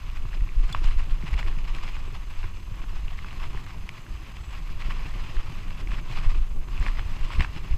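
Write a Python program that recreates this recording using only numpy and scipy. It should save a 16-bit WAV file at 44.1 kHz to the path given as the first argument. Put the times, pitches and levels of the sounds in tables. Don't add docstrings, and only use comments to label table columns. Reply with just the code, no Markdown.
import sys
import numpy as np
from scipy import signal
from scipy.fft import rfft, irfft, next_fast_len
from scipy.io import wavfile
from scipy.ndimage import uniform_filter1d, map_coordinates

SR = 44100
rng = np.random.default_rng(int(sys.argv[2]) if len(sys.argv) > 2 else 0)


def field_ratio(decibels):
    return 10 ** (np.asarray(decibels, dtype=float) / 20)


def inscribe(sig):
    pcm = np.round(np.clip(np.atleast_2d(sig).T, -1, 1) * 32767)
    wavfile.write(sys.argv[1], SR, pcm.astype(np.int16))


N = 342657

# f/Hz, density/dB
CRUNCH_SPECTRUM = [(200, -50.5), (500, -11.5), (800, -10.5), (1400, -10), (2000, -6.5), (3000, -8),
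                   (3700, -16.5), (5000, -32), (9000, -100)]
# f/Hz, density/dB
GRIT_SPECTRUM = [(2000, -99), (3500, 6), (4500, 5.5), (6000, 0.5), (8000, -4.5), (9000, -13.5),
                 (12500, -24), (15000, -32)]
FRAME_LOW_HZ, FRAME_HIGH_HZ = 1100, 2100


def unit(x):
    return x / np.sqrt(np.mean(x ** 2) + 1e-20)


def along(points, hz):
    f, v = np.transpose(points)
    return np.interp(np.log(hz + 1), np.log(f + 1), v)


def curve(rows):
    s, value = np.transpose(rows)
    return np.interp(np.arange(N) / SR, s, value)


def wobble(rate_hz):
    knots = rng.standard_normal(int(N * rate_hz / SR) + 4)
    return map_coordinates(knots, [np.arange(N) * rate_hz / SR])


def coloured(x, level_db):
    m = 2 * next_fast_len(N // 2 + SR // 4)
    gain = field_ratio(level_db(np.fft.rfftfreq(m, 1 / SR)))
    cepstrum = irfft(np.log(gain + 1e-6), m)
    cepstrum[1:m // 2] *= 2
    cepstrum[m // 2 + 1:] = 0
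    return irfft(rfft(x, m) * np.exp(rfft(cepstrum)), m)[:N]


def noise(level_db):
    return coloured(rng.standard_normal(N), level_db)


def steady(x, seconds):
    power = np.abs(uniform_filter1d(x ** 2, size=round(seconds * SR)))
    return unit(x / np.sqrt(power + .1 * np.mean(x ** 2)))


def swells(rows, edge):
    t = np.arange(-SR // 4, SR // 4) / SR
    power = np.zeros(N + SR)
    for s, db, length_s in rows:
        bell = np.exp(-2.8 * np.abs(t / min(length_s, .15)) ** edge)
        power[round(s * SR) + SR // 4:][:len(t)] += field_ratio(2 * db) * bell
    return power[SR // 2:][:N]


def case_db(hz):
    # f/Hz, width/Hz, lift/dB
    modes = [(1090, 470, 11), (2620, 620, 4.5), (3386, 120, 4), (4130, 230, 4.5), (4990, 530, 5.5),
             (6900, 150, 1.5), (7770, 150, 4.5), (9760, 280, 12), (12000, 870, 15.5)]
    return sum(db / (1 + (2 * (hz - centre) / width) ** 2) for centre, width, db in modes)


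def crunch_db(hz):
    return along(CRUNCH_SPECTRUM, hz) + case_db(hz)


def bright_grit_db(hz):
    return along(GRIT_SPECTRUM, hz) + case_db(hz)


def electronics():
    # f/Hz, density/dB
    hiss_spectrum = [(2350, -23), (4000, -10.5), (6230, -3.5), (7410, -2), (7880, -4.5), (8570, -9),
                     (12200, -9), (15300, -12)]
    # f/Hz, rms level/dB
    whine_lines = [(6293.5, -75), (6324, -76), (12617.5, -82)]

    def hiss_db(hz):
        skirt_db = 6 / (1 + ((hz - 6310) / 80) ** 2) + 5 / (1 + ((hz - 12617) / 70) ** 2)
        return along(hiss_spectrum, hz) + skirt_db

    t = np.arange(N) / SR
    out = field_ratio(-66.0) * unit(noise(hiss_db))
    sing_hz, sing_width_hz = 7770, 60
    sing = unit(noise(lambda hz: -20 * np.log10(1 + ((hz - sing_hz) / sing_width_hz) ** 2)))
    out += field_ratio(-81.5 + 6 * wobble(8.2)) * sing
    for hz, db in whine_lines:
        out += np.sqrt(2) * field_ratio(db + 0.48 * wobble(7.3)) * np.sin(2 * np.pi * hz * t)
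    return out


def jolts():
    # t/s, peak level/dB, t60/s, direction (+1 or -1), first f/Hz
    lurches = [(0.418, -13, .22, -1, 46.5), (0.564, -13.5, 0.52, -1, 44.5), (.778, -11, 0.28, 1, 21.5),
               (0.854, -4.5, 0.31, 1, 16.6), (.963, -10, 0.24, 1, 18), (1.347, -16.5, 0.31, -1, 62),
               (5.9, -18, 0.33, 1, 20), (6.153, -20, 0.83, 1, 10.2), (6.261, -3, 0.21, 1, 22),
               (6.336, -11, 0.52, 1, 21.3), (6.792, -17, 0.32, -1, 55), (7.377, -17, 0.22, -1, 50)]
    sway_hz, sag_s, rise_s = 22.27, 0.026, 0.0045
    t = np.arange(SR // 2) / SR
    out = np.zeros(N + len(t))
    for s, db, t60_s, direction, start_hz in lurches:
        turns = sway_hz * t + (start_hz - sway_hz) * sag_s * (1 - np.exp(-t / sag_s))
        fade = field_ratio(db - 60 * t / t60_s) * (1 - np.exp(-t / rise_s))
        out[round(s * SR):][:len(t)] += direction * fade * np.sin(2 * np.pi * turns)
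    return out[:N]


def wind(swell):
    # t/s, strength/dB
    headwind = [(0, -33), (.3, -32), (.7, -30.5), (1.02, -26.5), (1.27, -32.5), (1.6, -25), (2.3, -34.5),
                (2.7, -35), (3.0, -28), (3.33, -36.5), (4.05, -43), (4.48, -44), (4.9, -26), (5.1, -33.5),
                (5.6, -32.5), (6.1, -30.5), (6.7, -31.5), (7.77, -33)]
    # centre/s, peak level/dB, length/s, tightness/dB
    eddy_slaps = [(0.127, -38, 0.045, 9.5), (0.235, -28.5, 0.073, -10), (0.417, -23, 0.059, -2),
                  (0.609, -19, 0.055, -8), (0.93, -35, 0.069, -2), (1.133, -20, 0.026, -4),
                  (1.325, -28, 0.024, 10), (1.475, -25.5, 0.072, 5), (2.415, -25, 0.051, -9),
                  (2.86, -43, .05, 8), (3.49, -29.5, 0.14, -13), (3.792, -33.5, 0.071, 11),
                  (4.13, -33, 0.039, 9), (4.467, -47, 0.16, 18), (4.654, -32.5, 0.17, -14),
                  (5.178, -25.5, 0.046, -15), (5.384, -21, 0.026, 5), (5.68, -33, 0.033, 8),
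                  (5.923, -28, 0.093, 0), (6.284, -30, 0.017, 14), (6.385, -29.5, 0.048, 15),
                  (6.583, -22, 0.029, -20), (6.75, -28, 0.023, 0), (6.815, -28.5, 0.057, 11),
                  (6.926, -26, 0.1, -6), (7.12, -25.5, 0.027, -11), (7.232, -22, 0.025, -13),
                  (7.39, -23, 0.037, 14), (7.732, -22.5, 0.028, 16.5)]
    # t/s, rush level/dB
    stream = [(0.0, -55.5), (0.82, -53.5), (0.95, -53), (1.4, -50.5), (1.67, -54), (2.81, -55), (3.7, -51),
              (4.05, -54), (4.67, -54), (4.93, -50), (6.3, -51), (6.51, -53), (7.51, -49.5), (7.77, -50)]
    # f/Hz, density/dB
    buffet_spectrum = [(2, -30.5), (5, -9), (20, 0), (30, -6.5), (42, -20.5), (70, -39.5), (300, -120)]
    # f/Hz, density/dB
    throb_spectrum = [(20, -52.5), (40, 6.5), (60, -3), (85, -6), (130, -55), (400, -120)]
    # f/Hz, density/dB
    rush_spectrum = [(50, -39.5), (90, -0.5), (125, -5), (160, -8), (220, -16), (350, -18), (500, -27.5),
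                     (800, -30), (2000, -57)]
    calm_db, gust_edge = -30, 4.6

    steady_power = field_ratio(2 * curve(headwind))
    slaps = swells([(s, db, length_s) for s, db, length_s, _ in eddy_slaps], gust_edge)
    tight = swells([(s, db + tight_db, length_s) for s, db, length_s, tight_db in eddy_slaps], gust_edge)
    buffet_db = 10 * np.log10(steady_power + slaps)
    tight_db = 10 * np.log10(steady_power + tight)

    buffet = steady(noise(lambda hz: along(buffet_spectrum, hz)), seconds=0.104)
    pressure = field_ratio(buffet_db + 1.5) * buffet + jolts()
    clipped = 0.44 * np.tanh(pressure / 0.39)

    throb_db = -38.5 + 0.53 * (tight_db - calm_db) + 3.0 * wobble(7.0)
    throb = field_ratio(throb_db) * steady(noise(lambda hz: along(throb_spectrum, hz)), seconds=0.16)

    rush_db = curve(stream) + 7.5 + 0.11 * (buffet_db - calm_db)
    eddies = field_ratio(1.04 * wobble(25) + 2.03 * wobble(70)) * rng.standard_normal(N)
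    rush = steady(coloured(eddies, lambda hz: along(rush_spectrum, hz)), seconds=0.16)
    return clipped + throb + field_ratio(rush_db) * swell ** 0.14 * rush


def bumps():
    # t/s, peak level/dB, f/Hz, t60/s
    ruts = [(0.249, -26, 108, 0.071), (0.364, -49, 156, 0.049), (0.583, -31, 122, 0.066),
            (0.701, -25.5, 144, 0.078), (0.75, -27, 110, 0.085), (1.096, -34, 110, 0.045),
            (1.236, -21, 170, 0.05), (1.572, -17, 117, 0.022), (2.116, -37, 136, 0.14),
            (2.438, -33, 123, 0.16), (2.715, -27, 110, 0.062), (3.543, -30, 148, 0.094),
            (5.502, -15, 112, 0.021), (6.097, -30.5, 148, 0.11), (6.183, -31.5, 160, 0.077),
            (6.258, -24.5, 125, 0.087), (.845, -23, 116, .05), (6.683, -44, 110, 0.054),
            (6.797, -29.5, 135, 0.14), (7.303, -43, 145, 0.055), (7.392, -12, 151, 0.031),
            (7.564, -17.5, 119.6, 0.015)]
    t = np.arange(SR // 4) / SR
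    out = np.zeros(N + len(t))
    for s, db, hz, t60_s in ruts:
        fade = field_ratio(db + 8.0 - 60 * t / t60_s) * (1 - np.exp(-t / 0.01))
        out[round(s * SR):][:len(t)] += fade * np.sin(2 * np.pi * hz * t * (1 - 5.4 * t))
    return out[:N]


def ring_down(rows):
    t = np.arange(SR // 16) / SR
    out = np.zeros(N + len(t))
    for s, db, hz, t60_s in rows:
        out[round(s * SR):][:len(t)] += field_ratio(db - 60 * t / t60_s) * np.sin(2 * np.pi * hz * t)
    return out[:N]


def frame_hits(hits):
    contact_s, rise_s, low_rise_s, snap_s = .0004, .0003, 0.0019, .0005
    t = np.arange(SR // 16) / SR
    rise = 1 - np.exp(-(t / rise_s) ** 2)
    low_rise = 1 - np.exp(-t / low_rise_s)
    squeeze = t / snap_s * np.exp(1 - t / snap_s)
    ring, dull, bright = np.zeros((3, N + len(t)))
    for s, db, low_hz, low_db, high_hz, bright_db in hits:
        at = round((s + contact_s) * SR)
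        span = slice(at, at + len(t))
        crack = rng.standard_normal((2, len(t))) * rise * field_ratio(-60 * t / 0.0095)
        deep = min(field_ratio(2 * low_db), 1)
        snap_hz = 1.1 * low_hz ** deep * high_hz ** (1 - deep)
        high_power = max(1 - field_ratio(2 * low_db) - field_ratio(2 * bright_db), .02)
        high_db = 10 * np.log10(high_power)
        ring[span] += field_ratio(db + low_db + 5 - 60 * t / 0.012) * low_rise * np.sin(2 * np.pi * low_hz * t)
        ring[span] += field_ratio(db + high_db + 1.5 - 60 * t / 0.008) * rise * np.sin(2 * np.pi * high_hz * t)
        ring[span] += field_ratio(db - 2) * squeeze * np.sin(2 * np.pi * snap_hz * t)
        dull[span] += field_ratio(db + 7.5) * crack[0]
        bright[span] += field_ratio(db + bright_db + 10.0) * crack[1]
    return ring[:N] + coloured(dull[:N], crunch_db) + coloured(bright[:N], bright_grit_db)


def lens_grit():
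    # t/s, peak level/dB, f/Hz
    glints = [(0.6759, -52, 8020), (0.6998, -44, 7080), (0.8584, -42, 7140), (1.92, -56, 7320),
              (1.9574, -50, 7280), (4.0193, -48, 7200), (4.5291, -46, 7010), (5.1178, -51, 7750),
              (5.3487, -47, 7010), (5.8032, -52, 7910), (6.0821, -51, 7770), (6.3165, -49, 7320),
              (6.4981, -50, 7610), (6.7042, -54, 7100), (6.799, -40, 7620), (7.212, -47, 7050),
              (7.3956, -49, 7990), (7.407, -42, 8000), (7.4214, -53, 7600), (7.446, -52, 8100)]
    return ring_down([(s, db, hz, 0.0068) for s, db, hz in glints])


def rattles():
    # t/s, peak level/dB, low f/Hz, low share/dB
    slaps = [(0.253, -37, 1140, 1), (.461, -46, 1200, -5), (0.7474, -17.5, 1144, 1),
             (1.966, -30, 1180, -1.5), (2.104, -41, 1210, 3), (2.43, -32, 1020, -3),
             (2.441, -28, 1030, -2.5), (2.84, -34, 880, -2), (2.965, -40, 890, -0.5), (3.119, -44, 980, 1),
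             (3.189, -31.5, 930, -16), (3.245, -30, 1170, -1), (3.285, -34.5, 1090, -3.5),
             (3.439, -29.5, 1000, -0.5), (3.4401, -35, 1400, -9), (3.547, -34.5, 960, 0),
             (4.693, -38, 1170, -1), (4.82, -40, 1100, -14), (4.907, -30.5, 1130, 3),
             (6.685, -33.5, 1130, -1), (6.864, -20, 1160, -4), (6.993, -24.5, 1010, -3.5),
             (7.304, -27.5, 1090, -0.5), (7.407, -27, 1110, 4), (7.446, -21.5, 1390, -1),
             (7.4478, -25, 1100, -1.5), (3.313, -40, 1040, 2), (3.578, -42, 1050, 0)]
    return frame_hits([(s, db, hz, low_db, FRAME_HIGH_HZ, -32) for s, db, hz, low_db in slaps])


def flung_stones():
    # t/s, peak level/dB, high f/Hz, bright share/dB
    tube_hits = [(.099, -39.5, 2750, -18), (.33, -36.5, 1720, -20), (0.49, -37.5, 2310, -32),
                 (0.842, -34.5, 2520, -7.5), (1.39, -33.5, 2200, -12), (1.41, -37, 2500, -18),
                 (1.428, -28, 1850, -28), (1.463, -37, 2270, -24), (1.587, -36, 2370, -15),
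                 (1.678, -39, 2230, -26), (1.748, -30.5, 2530, -17), (3.081, -35.5, 2780, -32),
                 (3.308, -39, 2750, -34), (3.574, -35, 1760, -34), (3.8905, -26.5, 2310, -16),
                 (4.065, -42, 1580, -24), (4.368, -38, 2540, -25), (5.367, -37, 1660, -20),
                 (5.873, -33, 2270, -23), (6.186, -35.5, 2300, -14), (6.777, -36, 2620, -27),
                 (6.826, -33.5, 1870, -14), (6.883, -28, 1830, -22), (6.971, -35, 2040, -24),
                 (7.231, -39, 2710, -22), (7.396, -31, 2120, -28), (7.406, -19, 1930, -22.5),
                 (7.41, -25.5, 2620, -31), (7.398, -31, 2720, -30), (7.415, -32, 2300, -26),
                 (7.438, -37, 2500, -30), (4.821, -36, 2400, -26), (4.862, -40, 2100, -28),
                 (4.921, -34.5, 2330, -20), (6.857, -37, 2400, -22), (3.431, -45, 2000, -23),
                 (7.4207, -28, 2000, -34), (7.423, -38, 2500, -30), (7.443, -39, 2600, -28),
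                 (7.402, -39, 2500, -30), (7.321, -32, 2300, -22), (7.335, -32, 2000, -22),
                 (7.349, -35, 2600, -22), (1.279, -34.5, 2390, -19), (1.34, -34, 2200, -20),
                 (.223, -45, 2700, -27), (7.434, -37, 1650, -32)]
    # t/s, peak level/dB, f/Hz
    rim_hits = [(0.253, -41, 369), (1.234, -34.5, 328), (2.078, -35, 367), (2.129, -41, 400),
                (2.837, -38, 292), (0.369, -37, 343), (0.634, -36.5, 324), (0.817, -32, 313),
                (5.87, -42, 242), (6.356, -36.5, 326), (6.684, -44, 342), (6.863, -35, 253),
                (7.65, -42, 323), (2.965, -45, 283), (3.118, -40, 716), (3.547, -34, 390), (.742, -41, 332),
                (2.441, -34, 360), (4.064, -51, 250), (7.395, -27.5, 303)]
    # t/s, peak level/dB, f/Hz, t60/s
    spoke_rings = [
        (.728, -30, 3440, .03),
        (.7312, -37, 3440, .04),
        (.7255, -38, 4500, .012),
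        (.7272, -46, 4930, .015),
        (.7272, -46, 7110, .04),
        (.7272, -45, 7760, .03),
    ]
    low_share_db = -9
    hits = [(s, db, FRAME_LOW_HZ, low_share_db, hz, bright_db) for s, db, hz, bright_db in tube_hits]
    s, db, hz, _ = spoke_rings[2]
    hits.append((s, db + 2.0, FRAME_LOW_HZ, low_share_db, hz, -4.5))
    thuds = [(s, db - 2.5, hz, 0.045) for s, db, hz in rim_hits]
    return frame_hits(hits) + ring_down([*spoke_rings, *thuds])


def pebbles():
    # t/s, peak level/dB, f/Hz
    snaps = [(0.066, -35, 1130), (0.169, -34, 1080), (0.282, -40, 2170), (0.338, -29, 1190),
             (0.408, -32, 2000), (0.68, -33, 1170), (0.791, -34, 810), (0.886, -30, 964), (0.91, -28, 1200),
             (0.986, -30, 1100), (1.041, -31.5, 845), (1.097, -34, 2690), (1.225, -31, 1320),
             (1.259, -36, 1190), (1.268, -32, 2500), (1.286, -29, 880), (1.332, -26, 1200),
             (1.378, -25, 1850), (1.398, -23, 1130), (1.483, -28, 930), (1.527, -30.5, 1200),
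             (1.566, -37, 2400), (1.616, -37, 2320), (1.785, -28, 1770), (1.825, -39, 2640),
             (1.878, -26, 2260), (2.309, -32, 1120), (2.817, -36.5, 2460), (2.881, -38, 802),
             (3.162, -41, 1120), (3.329, -30, 1070), (3.664, -29, 1030), (3.706, -30, 1020),
             (3.981, -35, 1120), (4.173, -35, 2640), (4.268, -39, 2720), (4.542, -34, 2240),
             (4.755, -42, 926), (4.803, -32, 990), (4.814, -31.5, 2300), (4.849, -29, 1980),
             (4.993, -30, 1020), (5.139, -29, 940), (5.198, -40, 1100), (5.43, -37, 1010),
             (5.706, -27, 1020), (5.917, -25.5, 1130), (5.984, -27, 1060), (6.06, -32, 864),
             (6.114, -30, 2380), (6.214, -35, 1190), (6.255, -31, 1050), (6.296, -35, 1160),
             (6.614, -41, 990), (6.84, -30, 1150), (7.093, -37, 2530), (7.562, -29, 2020),
             (7.619, -40, 1140), (7.646, -44, 1500), (7.727, -31, 2330)]
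    hits = []
    for s, db, hz in snaps:
        if hz < 1500:
            low_hz, low_share_db, high_hz = hz, -4, FRAME_HIGH_HZ
        else:
            low_hz, low_share_db, high_hz = FRAME_LOW_HZ, -32, hz
        hits.append((s, db - 7, low_hz, low_share_db, high_hz, -21.5))
    return frame_hits(hits)


def tread():
    # t/s, level/dB
    gravel = [(0, -50), (.5, -52.5), (.8, -51), (1.43, -49.5), (1.6, -50), (1.82, -49.5), (2.7, -53.5),
              (3.4, -49), (3.94, -52.5), (4.75, -50), (4.98, -45.5), (5.76, -49), (5.93, -61),
              (6.12, -43.5), (6.45, -52), (6.68, -60.5), (6.82, -49), (7.77, -49)]
    # centre/s, crunch level/dB, length/s
    patches = [(.64, -49, 0.063), (.76, -45, 0.085), (.88, -42.5, 0.076), (1.113, -50.5, 0.045),
               (1.841, -41.5, 0.041), (1.958, -46.5, 0.077), (2.438, -48.5, 0.1), (2.768, -51, 0.17),
               (2.93, -51, 0.077), (3.23, -52, 0.062), (3.442, -42, 0.045), (3.58, -48.5, 0.047),
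               (3.707, -49, 0.049), (3.974, -51.5, 0.064), (4.28, -49, 0.04), (4.37, -47, 0.015),
               (4.551, -45.5, 0.035), (4.812, -41.5, 0.028), (5.386, -52, 0.029), (5.804, -45, 0.034),
               (5.931, -42, 0.059), (6.365, -46, 0.021), (6.635, -51.5, 0.029), (6.765, -46.5, 0.12),
               (6.825, -43, 0.03), (6.872, -40.5, 0.05), (7.126, -46.5, 0.065), (7.333, -38, 0.053),
               (7.425, -35.5, 0.031), (7.568, -43.5, 0.034)]
    # centre/s, crunch level/dB
    lumps = [(0.171, -48), (0.346, -47.5), (.698, -43), (.841, -41.5), (.916, -45), (0.995, -42),
             (1.278, -40), (1.337, -41.5), (1.394, -35.5), (1.479, -40.5), (1.56, -50), (1.69, -43.5),
             (1.762, -41), (1.89, -42.5), (2.152, -47.5), (2.313, -50), (3.166, -52), (3.329, -47),
             (4.862, -45), (4.908, -40), (5.003, -46.5), (5.14, -57), (5.24, -54), (5.99, -45),
             (6.174, -39), (6.248, -41.5), (6.308, -42.5), (6.991, -41), (7.244, -41.5)]
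    pressure_db = curve(gravel)
    crushed = swells([*patches, *((s, db, 0.022) for s, db in lumps)], edge=1.2)
    return pressure_db, np.sqrt(1 + crushed / field_ratio(2 * pressure_db))


def patchy(depth_db):
    z = signal.stft(rng.standard_normal(N + 512), nperseg=512)[2]
    field = uniform_filter1d(rng.standard_normal(z.shape), 6, 0)
    field = uniform_filter1d(field, 6, 1)
    return signal.istft(z * field_ratio(depth_db * unit(field)), nperseg=512)[1][:N]


def grains(per_second, spread_db):
    chance, size, sign = rng.random((3, N))
    strength = field_ratio(-spread_db * np.log(size + .03))
    return unit((chance < per_second / SR) * strength * np.sign(sign - .5))


def tyres(pressure_db, swell):
    def split_db(ratio):
        return -10 * np.log10(1 + ratio ** 6)

    split_hz = 1600
    shake = field_ratio(0.2 * wobble(30) + 1.63 * wobble(90))
    big = .85 * grains(per_second=700, spread_db=3.2) + unit(patchy(depth_db=1.5))
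    middling = .8 * grains(per_second=1000, spread_db=3.4) + unit(patchy(depth_db=1.5))
    fine = 0.96 * grains(per_second=1500, spread_db=2.5) + unit(patchy(depth_db=2.2))
    low = coloured(unit(big) * shake, lambda hz: crunch_db(hz) + split_db(hz / split_hz))
    high = coloured(unit(middling) * shake, lambda hz: crunch_db(hz) + split_db(split_hz / (hz + 1)))
    grit = unit(coloured(fine * shake, bright_grit_db))
    grit_db = -61 + 0.94 * (pressure_db + 50)
    return field_ratio(pressure_db) * swell * unit(low + high) + field_ratio(grit_db) * swell ** 0.92 * grit


def scene():
    pressure_db, swell = tread()
    air = electronics() + wind(swell)
    frame = bumps() + lens_grit() + rattles() + flung_stones()
    return (air + frame + pebbles() + tyres(pressure_db, swell))[None]


def flutter(x, above_hz, depth_db, beat_db):
    hz, t, z = signal.stft(x, SR, nperseg=128)
    cells = rng.standard_normal((len(hz) // 3 + 1, len(t) // 6 + 1))
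    cells = np.kron(cells, np.ones((3, 6)))[:len(hz), :len(t)]
    beat = .55 * np.cos(2 * np.pi * 44.2 * t) + np.cos(2 * np.pi * 83.8 * t)
    reach = np.clip(2 * (hz / above_hz - 1), 0, 1)[:, None]
    bass_power = np.abs(uniform_filter1d(np.abs(z[0, 0]) ** 2, size=70))
    loud = np.log(bass_power + 1e-9)
    grid = np.meshgrid(hz / 345, np.arange(len(t)) / 16, indexing='ij')
    chance = map_coordinates(rng.standard_normal((66, len(t) // 16 + 2)), grid, order=0)
    dropped = (chance + .8 * unit(loud - loud.mean()) > 1.6) & (hz > 12900)[:, None]
    gain_db = -14 * dropped + reach * (depth_db * cells + beat_db * beat)
    return signal.istft(z * field_ratio(gain_db), SR, nperseg=128)[1][..., :N]


def roll_off(x):
    return signal.sosfilt(signal.butter(12, 15410, fs=SR, output="sos"), x)


def record(dry):
    x = flutter(dry, above_hz=6500, depth_db=1.6, beat_db=2.4)
    top_hz = 15300
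    x = irfft(rfft(x) * (np.fft.rfftfreq(N, 1 / SR) < top_hz), N)
    return roll_off(x)


dry = scene()
out = record(dry)
inscribe(out)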